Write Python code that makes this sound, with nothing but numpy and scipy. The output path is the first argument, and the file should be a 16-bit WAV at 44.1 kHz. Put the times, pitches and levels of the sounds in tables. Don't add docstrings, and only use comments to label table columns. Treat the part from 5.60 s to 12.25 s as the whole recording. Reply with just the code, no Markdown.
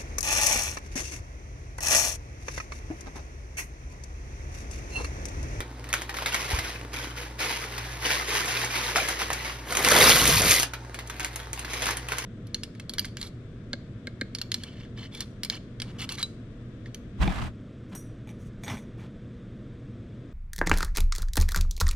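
import sys
import numpy as np
from scipy import signal
from scipy.fft import rfft, irfft, next_fast_len
from scipy.io import wavfile
from scipy.ndimage import map_coordinates

SR = 44100
rng = np.random.default_rng(int(sys.argv[2]) if len(sys.argv) > 2 else 0)


def inscribe(sig):
    pcm = np.round(np.clip(np.atleast_2d(sig).T, -1, 1) * 32767)
    wavfile.write(sys.argv[1], SR, pcm.astype(np.int16))


N = 293265


def amp(db):
    return 10 ** (np.asarray(db) / 20)


def unit(x):
    return x / np.sqrt(np.mean(x ** 2) + 1e-20)


def along(points, hz):
    f, v = np.transpose(points)
    return np.interp(np.log(hz + 1), np.log(f + 1), v)


def wobble(rate):
    knots = rng.standard_normal(int(N * rate / SR) + 4)
    return map_coordinates(knots, [np.arange(N) * rate / SR])


def filtered(x, response):
    m = next_fast_len(N + SR // 2)
    spectrum = rfft(x, m) * response(np.fft.rfftfreq(m, 1 / SR))
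    return irfft(spectrum, m)[..., :N]


def convolved(x, response):
    return signal.fftconvolve(np.atleast_2d(x), response, axes=1)[:, :N]


def coloured(x, spectrum, size=2048):
    cepstrum = irfft(np.log(amp(along(spectrum, np.fft.rfftfreq(size, 1 / SR)))))
    cepstrum[1:size // 2] *= 2
    cepstrum[size // 2 + 1:] = 0
    response = irfft(np.exp(rfft(cepstrum)))
    return convolved(x, response[None] / np.linalg.norm(response))


def split(x, hz, order=3):
    return [signal.sosfilt(signal.butter(order, hz, kind, fs=SR, output="sos"), x) for kind in ("low", "high")]


def tick(t60, alike, attack=.0001):
    t = np.arange(SR // 24) / SR
    shared, own = rng.standard_normal(len(t)), rng.standard_normal((2, len(t)))
    share = np.clip(alike, 0, 1)
    noise = np.sqrt(share) * shared + np.sqrt(1 - share) * own
    envelope = amp(-60 * t / t60) * (1 - np.exp(-t / attack))
    return unit(noise * envelope) / np.sqrt(len(t))


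def scatter(rate, spread_db):
    draws = np.random.default_rng(rng.integers(N)).standard_normal((int(rate * N / SR) + 1, 5))
    when, strength, phase, detune, direction = draws.T
    size_db = spread_db * np.minimum((strength ** 2 + phase ** 2) / 2, 4)
    size = amp(size_db) * np.sign(phase)
    return (when * N * SR % N).astype(int), size, detune, direction


def crackle(rate, spread_db, t60, alike, count=32):
    out = np.zeros((2, N))
    for _ in range(count):
        start, size, *_ = scatter(rate / count, spread_db)
        impulses = np.bincount(start, size, N)[None]
        out += signal.oaconvolve(impulses, tick(t60, alike), axes=1)[:, :N]
    return unit(out)


def rings(rate, pitch_hz, octaves, t60, rise=0, spread_db=4, size=900):
    start, strength, detune, direction = scatter(rate, spread_db)
    t = np.arange(size) / SR
    hz = np.minimum(pitch_hz * 2 ** (octaves * detune), SR / 3)[:, None]
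    cycles = hz * t * (1 + .5 * rise * t / t60)
    envelope = (1 - np.exp(-2 * cycles)) * amp(-60 * t / t60)
    tones = strength[:, None] * np.sin(2 * np.pi * cycles) * envelope
    where = (start[:, None] + np.arange(size)).ravel()
    parts = (tones, tones * direction[:, None])
    return unit(np.array([np.bincount(where, part.ravel(), N)[:N] for part in parts]))


def thuds(rows, t60, attack, rise=0):
    out, t = np.zeros(N + SR), np.arange(SR // 4) / SR
    for s, db, hz in rows:
        cycles = hz * t * (1 + .5 * rise * t / t60)
        envelope = amp(db - 60 * t / t60) * (1 - np.exp(-t / attack))
        out[round(s * SR):][:len(t)] -= envelope * np.sin(2 * np.pi * cycles)
    return split(out[:N], hz=38, order=3)[1]


def click(hz, life):
    cycles = hz * np.arange(SR // 24) / SR
    pulse = np.sin(2 * np.pi * cycles) * (1 - np.exp(-2 * cycles)) * amp(-60 * cycles / life)
    return pulse / np.linalg.norm(pulse)


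SAG_DB_PER_S, SETTLE_DB_PER_S = 9, 97


def surges(rows):
    power = np.zeros(N)
    for start, rise, hold, db in rows:
        t = np.arange(N) / SR - start
        sag_db = SAG_DB_PER_S * np.clip(t - rise, 0, hold)
        settle_db = SETTLE_DB_PER_S * np.maximum(t - rise - hold, 0)
        power += (np.clip(t / rise, 0, 1) * amp(db - sag_db - settle_db)) ** 2
    return np.sqrt(power)


def aside(x, db):
    return np.array([x[0], amp(db) * x[1]])


# frequency in Hz, relative starting level in dB.
POT_MODES = [(490, 2), (740, -5), (1060, -2), (1222, -3), (1454, -1), (2040, 1), (2380, -4), (2700, -6),
             (2932, -4), (3802, -5), (4054, -5), (4477, -6), (4710, -5)]
POT_T60_S = 0.13


def in_pot(x, ring_db):
    t = np.arange(SR // 6) / SR
    modes = sum(amp(db - 60 * t / POT_T60_S) * np.cos(2 * np.pi * hz * t) for hz, db in POT_MODES)
    return x + amp(ring_db) * convolved(x, modes[None] / np.linalg.norm(modes))


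# frequency in Hz, time to fall 60 dB in seconds.
KITCHEN_T60 = [(200, 0.19), (3000, 0.2), (12000, 0.11)]


def in_kitchen(x, wet_db, size=8192):
    wet = np.zeros((2, N + SR))
    for start in range(0, N, size):
        hz, t, z = signal.stft(rng.standard_normal((2, SR // 4)), SR, nperseg=256)
        decay = amp(-60 * t / along(KITCHEN_T60, hz)[:, None])
        tail = signal.istft(z * decay, SR, nperseg=256)[1]
        answer = signal.fftconvolve(x[:, start:start + size], tail / np.linalg.norm(tail[0]), axes=1)
        wet[:, start + SR // 400:][:, :answer.shape[1]] += answer
    return x + amp(wet_db) * wet[:, :N]


# frequency in Hz, relative level in dB.
SIMMER_COLOUR = [(22, -23), (50, -4.5), (110, 9.5), (190, -3), (280, 5), (420, 0), (650, -4.5),
                 (1000, -4.5), (2000, -9), (3000, -15.5), (5000, -16.5), (8000, -18), (12000, -33)]


def simmer():
    swell = amp(1.5 * wobble(5))
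    foam = swell * crackle(rate=200, spread_db=5.0, t60=0.0037, alike=0.77)
    rush = 0.65 * rng.standard_normal(N) + 0.81 * rng.standard_normal((2, N))
    blips = rings(rate=53, pitch_hz=597, octaves=0.71, t60=0.059, rise=0.18, spread_db=3, size=1500)
    foam_and_rush = coloured(amp(-51.5) * foam + amp(-48.0) * rush, SIMMER_COLOUR)
    water = foam_and_rush + amp(-66.5) * blips
    return in_kitchen(in_pot(water, ring_db=-25.5), wet_db=-7)


# frequency in Hz, rms level in dB about which it wavers.
HUM_TONES = [(58.3, -43.5), (120, -47.5), (904.4, -58)]


def hum():
    t = np.arange(N) / SR
    tones = 0
    for hz, db in HUM_TONES:
        level = amp(db + 2.0 * wobble(4.01)) * np.sqrt(2)
        wavering_s = t + 0.00032 * wobble(5.6)
        tones = tones + level * np.sin(2 * np.pi * hz * wavering_s)
    return tones


# start in seconds, relative energy of the click in dB,
# relative energy of the flutter in dB, treble relative to both in dB.
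FILM_SNAPS = [(.005, -3.5, -11, -21.5), (0.242, -19, -21, -15), (.2897, -21, -18.5, -8.5),
              (.3293, 1.5, -11, -12), (.3386, 1.5, -1.5, -15), (.419, -15, -13, -11.5),
              (0.493, -11, -8, -25), (.542, -10, -13, -23), (.568, -22, -8.5, -15), (.586, -7, -11.5, -25),
              (.622, -7, -8.5, -30), (0.6596, -13, -0.5, -17.5), (.744, -1, 0, -16), (.988, -18, -2, -18),
              (2.179, -13, -5.5, -22), (2.857, -16, -13, -6.5), (3.0464, -17, -16, -1.5),
              (3.359, 6, -4.5, -23), (3.486, -15, -2.5, -9), (3.617, -2, -11.5, -23),
              (3.7032, 0, -8.5, -22), (3.73, -24, -7, -6.5), (4.1232, -6, -4.5, -14), (4.151, -7, -6.5, -8),
              (4.171, 1.5, -4, -9.5), (4.2478, 6, -1, -10.5), (4.265, -4, 0, -16), (4.2749, 3.5, -7, -24),
              (4.2872, 2.5, -16, -3.5), (4.318, 2, 0, -10), (4.389, 0, -8, -11), (4.6768, 2, -3, -3),
              (4.8189, -14, -15, 6), (4.999, -2.5, -15, -4), (5.023, -8, -13, -5), (5.031, 0.5, -3.5, -8),
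              (5.135, -13, -6.5, -22), (5.344, -14.5, -13.5, -12.5), (5.389, -10.5, -11, -18),
              (5.4744, -27, -29, -2), (5.498, -12, -10.5, -15), (5.597, -11, -12, -12),
              (5.604, -7, -8.5, -16.5), (5.629, -22, -11, -15), (5.6467, -4, -8, -12.5),
              (5.7594, -12.5, -14.5, -4), (5.9314, -10, -13.5, -8.5), (5.994, -14.5, -18, -6),
              (6.047, -13, -8.5, -24), (6.134, -12.5, -9, -11), (6.221, -14, -8, -10),
              (6.257, -6, -7.5, -11), (6.267, -15, -3, -15), (6.2888, 0, -6.5, -25),
              (6.307, -14, -4.5, -11.5), (6.37, -12, -14, -7), (6.4863, -8, -11.5, -15),
              (6.5198, -4, -6, -16.5), (6.534, -5, -18, -26), (6.583, -18, -6, -8)]
# frequency in Hz, relative level in dB.
FILM_COLOUR = [(150, -2), (500, 1.5), (900, 7), (1900, 9), (3000, 5.5), (4500, 3), (7000, -4.5),
               (10000, -9)]
# frequency in Hz, relative level in dB.
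CRACK_COLOUR = [(1500, -11), (4000, -9), (6500, 7), (10000, 1.5), (13000, -11.5)]
CLICK_HZ, CLICK_CYCLES = 4050, 3.7
CLICK_DB_PER_OCTAVE = 16
SHEET_HZ, SHEET_CYCLES = 1752, 21


def snaps():
    clicks, sheet, cracks = np.zeros((3, 2, N + SR))
    for s, click_db, flutter_db, treble_db in FILM_SNAPS:
        buckle = tick(t60=0.0078, alike=0.74, attack=0.00017)
        size = buckle.shape[1]
        span = slice(round(s * SR), round(s * SR) + size)
        hz = CLICK_HZ * 2 ** (min(treble_db, 0) / CLICK_DB_PER_OCTAVE)
        burst = convolved(buckle, click(hz, CLICK_CYCLES)[None])[:, :size]
        clicks[:, span] += amp(click_db) * unit(burst) / np.sqrt(size)
        for patch_hz in SHEET_HZ * 2 ** (0.393 * rng.standard_normal(size=3)):
            clicks[:, span] += amp(flutter_db - 8) * rng.choice([-1, 1]) * click(patch_hz, SHEET_CYCLES)
        sheet[:, span] += amp(flutter_db) * tick(t60=0.059, alike=0.62, attack=0.00097)
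        sharp = amp(click_db) * tick(t60=0.002, alike=1)
        ragged = amp(flutter_db) * tick(t60=0.024, alike=0.59, attack=0.0013)
        cracks[:, span] += amp(treble_db) * (sharp + ragged)
    flutter = amp(0.87) * coloured(sheet, FILM_COLOUR)
    bright = amp(9.5) * coloured(cracks, CRACK_COLOUR)
    return in_kitchen(amp(-2.5) * clicks[:, :N] + flutter + bright, wet_db=-6.0)


# start in seconds, rise in seconds,
# hold in seconds, level in dB before the kitchen's tail.
CRINKLE_STRETCHES = [(.26, 0.04, 0.077, -42), (5.4, 0.27, 0.13, -46.5), (5.94, 0.026, .02, -44.5)]


def crinkle():
    creases = crackle(rate=130, spread_db=2.5, t60=0.012, alike=.7)
    film = unit(coloured(creases, FILM_COLOUR) + amp(-18) * coloured(creases, CRACK_COLOUR))
    return in_kitchen(surges(CRINKLE_STRETCHES) * film, wet_db=-1.5)


# start in seconds, rise in seconds,
# hold in seconds, relative level in dB.
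BAG_SHOVES = [(.535, 0.012, 0.19, -38), (.661, 0.0024, 0.0071, -33.5), (.712, 0.017, 0.009, -30.5),
              (.79, 0.0044, 0.017, -33), (.865, 0.028, 0.037, -30), (1.03, 0.014, 0.049, -36),
              (1.312, 0.03, 0.1, -36), (1.56, 0.015, 0.013, -35.5), (1.779, 0.026, 0.047, -29),
              (1.87, .02, 0.15, -34), (2.1, 0.017, 0.35, -38), (2.4, 0.066, 0.03, -26),
              (2.495, 0.0085, 0.019, -26.5), (2.64, 0.076, 0.08, -27), (2.86, 0.022, 0.15, -28.5),
              (3.09, 0.041, 0.17, -29), (3.345, 0.016, 0.015, -25), (3.43, 0.053, 0.024, -31),
              (3.59, 0.0025, 0.031, -31.5), (3.7, 0.0067, 0.12, -36), (3.83, 0.02, 0.045, -34.5),
              (6.04, 0.13, 0.017, -32), (6.21, 0.022, 0.059, -31.5), (6.48, 0.028, 0.28, -37)]
# frequency in Hz, relative level in dB.
RUSTLE_COLOUR = [(90, -16), (200, -6), (380, 1), (700, -2.5), (1050, 0), (1350, -3), (1900, 3.5),
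                 (2800, -2.5), (4200, -8), (6000, -8), (8000, -16.5), (10000, -12.5), (12000, -21)]
FIRM_DB, CRISP_DB, CRISP_GROWS = -30, 2, 1.18
BAG_SHIFT = 1.03


def handling():
    body = surges(BAG_SHOVES)
    crisp = amp(FIRM_DB + CRISP_DB) * (body / amp(FIRM_DB)) ** CRISP_GROWS

    def rubbing(shift):
        contacts = crackle(rate=1200, spread_db=1.5, t60=0.011, alike=0.5)
        return unit(coloured(contacts, [(hz * shift, db) for hz, db in RUSTLE_COLOUR]))

    slack, tight = rubbing(1 / BAG_SHIFT), rubbing(BAG_SHIFT)
    squeeze = np.pi / 4 * (1 + np.tanh(wobble(7)))
    rubs = np.cos(squeeze) * slack + np.sin(squeeze) * tight
    clinks = rings(rate=240, pitch_hz=1452, octaves=.48, t60=0.034, spread_db=2.6)
    jerks = amp(.9 * wobble(45))
    low, high = split((rubs + amp(-4.0) * clinks) * jerks, hz=2750)
    rustle = amp(-4.5) * body * low + crisp * high
    return aside(in_kitchen(in_pot(rustle, ring_db=-26), wet_db=-8.5), db=0.5)


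# start in seconds, relative level in dB, pitch in Hz.
CAMERA_BUMP = [(0.931, -7, 61.5), (0.98, -17.5, 88), (1.04, -26, 66)]


def bump():
    return thuds(CAMERA_BUMP, t60=0.061, attack=0.0046)


# start in seconds, rise in seconds,
# hold in seconds, level in dB.
BUBBLE_BURSTS = [(3.345, 0.013, 0.057, -36)]


def boil():
    plops = rings(rate=350, pitch_hz=455, octaves=0.35, t60=0.033, rise=0.36, spread_db=4.5, size=1800)
    return surges(BUBBLE_BURSTS) * plops


# time in seconds, relative level of the rattle in dB,
# relative level of the sliding hiss in dB.
POUR_FLOW = [(4.07, -42.5, -49.5), (4.106, -35, -38), (4.206, -29, -34), (4.252, -27.5, -29),
             (4.33, -17.5, -21), (4.41, -17.5, -19), (4.51, -20, -18), (4.59, -24, -23), (4.76, -26.5, -22),
             (4.832, -26, -27), (4.912, -26, -17), (5.03, -38.5, -31), (5.07, -55, -64)]
FLOW_FADE_DB_PER_S = 250


def flow():
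    s, *columns = np.transpose(POUR_FLOW)
    t = np.arange(N) / SR
    outside = np.abs(t - np.clip(t, s[0], s[-1]))
    return [amp(np.interp(t, s, db) - FLOW_FADE_DB_PER_S * outside) for db in columns]


# frequency in Hz, relative level in dB.
RATTLE_COLOUR = [(100, -5.5), (250, 0.5), (500, 3.5), (750, -4), (1050, 0), (2000, 2), (2800, -4.5),
                 (3800, -5), (6000, -3.5), (8000, -4.5), (10000, -7), (12500, -11.5)]


def pour():
    rattle, hiss = flow()
    contacts = unit(coloured(crackle(rate=1700, spread_db=1.0, t60=0.006, alike=0.68), RATTLE_COLOUR))
    clinks = rings(rate=300, pitch_hz=1400, octaves=.75, t60=0.03, spread_db=2.5)
    pieces = rings(rate=130, pitch_hz=3200, octaves=.6, t60=0.004, spread_db=2, size=300)
    noodles = contacts + amp(-4.5) * clinks + amp(-10.5) * pieces
    low, high = split(noodles * amp(0.83 * wobble(60)), hz=2850)
    stream = rattle * low + amp(4.5) * hiss * high
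    return aside(in_kitchen(in_pot(stream, ring_db=-23.0), wet_db=-10), db=-3.0)


# start in seconds,
# rise in seconds, hold in seconds, relative level in dB.
SINKING_LOADS = [(4.22, 0.14, 0.34, -33.5), (4.6, 0.029, 0.21, -30.5)]
# start in seconds, relative level in dB, starting pitch in Hz.
AIR_GULPS = [(4.258, -24, 145), (4.535, -18.5, 155), (4.63, -16.5, 75), (4.69, -18.5, 126),
             (4.755, -10.5, 101), (4.848, -17, 171), (4.885, -15.5, 90)]


def plunge():
    churn = rings(rate=180, pitch_hz=111.6, octaves=0.566, t60=0.072, rise=0.091, spread_db=0.5, size=3500)
    gulps = thuds(AIR_GULPS, t60=0.083, attack=0.014, rise=0.083)
    return amp(-1) * surges(SINKING_LOADS) * churn + amp(3) * gulps


MOUTH_FLAPS = [4.404, 4.426, 4.474, 4.872, 4.922, 4.947, 4.962, 4.971, 4.984]
FLAP_HZ, FLAP_CYCLES, FLAP_DB = 2060, 52, -0.5


def flaps():
    blows = np.bincount(np.round(np.array(MOUTH_FLAPS) * SR).astype(int), minlength=N)
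    return amp(FLAP_DB) * convolved(blows, click(FLAP_HZ, FLAP_CYCLES)[None])


def scene():
    stove = simmer() + hum() + boil()
    bag = snaps() + crinkle() + handling()
    tipping = pour() + plunge() + flaps()
    return stove + bag + tipping + bump()


# frequency in Hz, angle in radians.
MICROPHONE_ANGLES = [(60, 0.0028), (180, 0.031), (380, 0.13), (700, 0.28), (1250, 0.78), (2000, 0.28),
                     (2900, 0.82), (3800, 0.46), (5000, 0.74), (6200, 0.92), (6800, 1.23), (7100, 1.45),
                     (8300, 1.6), (8800, 1.985), (10950, 2.7), (12400, 3.3), (13500, 3.73), (14400, 4.71)]
TOP_HZ = 15900


def record(dry):
    mid = filtered(dry[0], lambda hz: np.cos(along(MICROPHONE_ANGLES, hz)))
    side = filtered(dry[1], lambda hz: -1j * np.sin(along(MICROPHONE_ANGLES, hz)))
    stereo = np.clip([mid + side, mid - side], -1, 1)
    return filtered(stereo, lambda hz: hz < TOP_HZ)


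dry = scene()
out = record(dry)
inscribe(out)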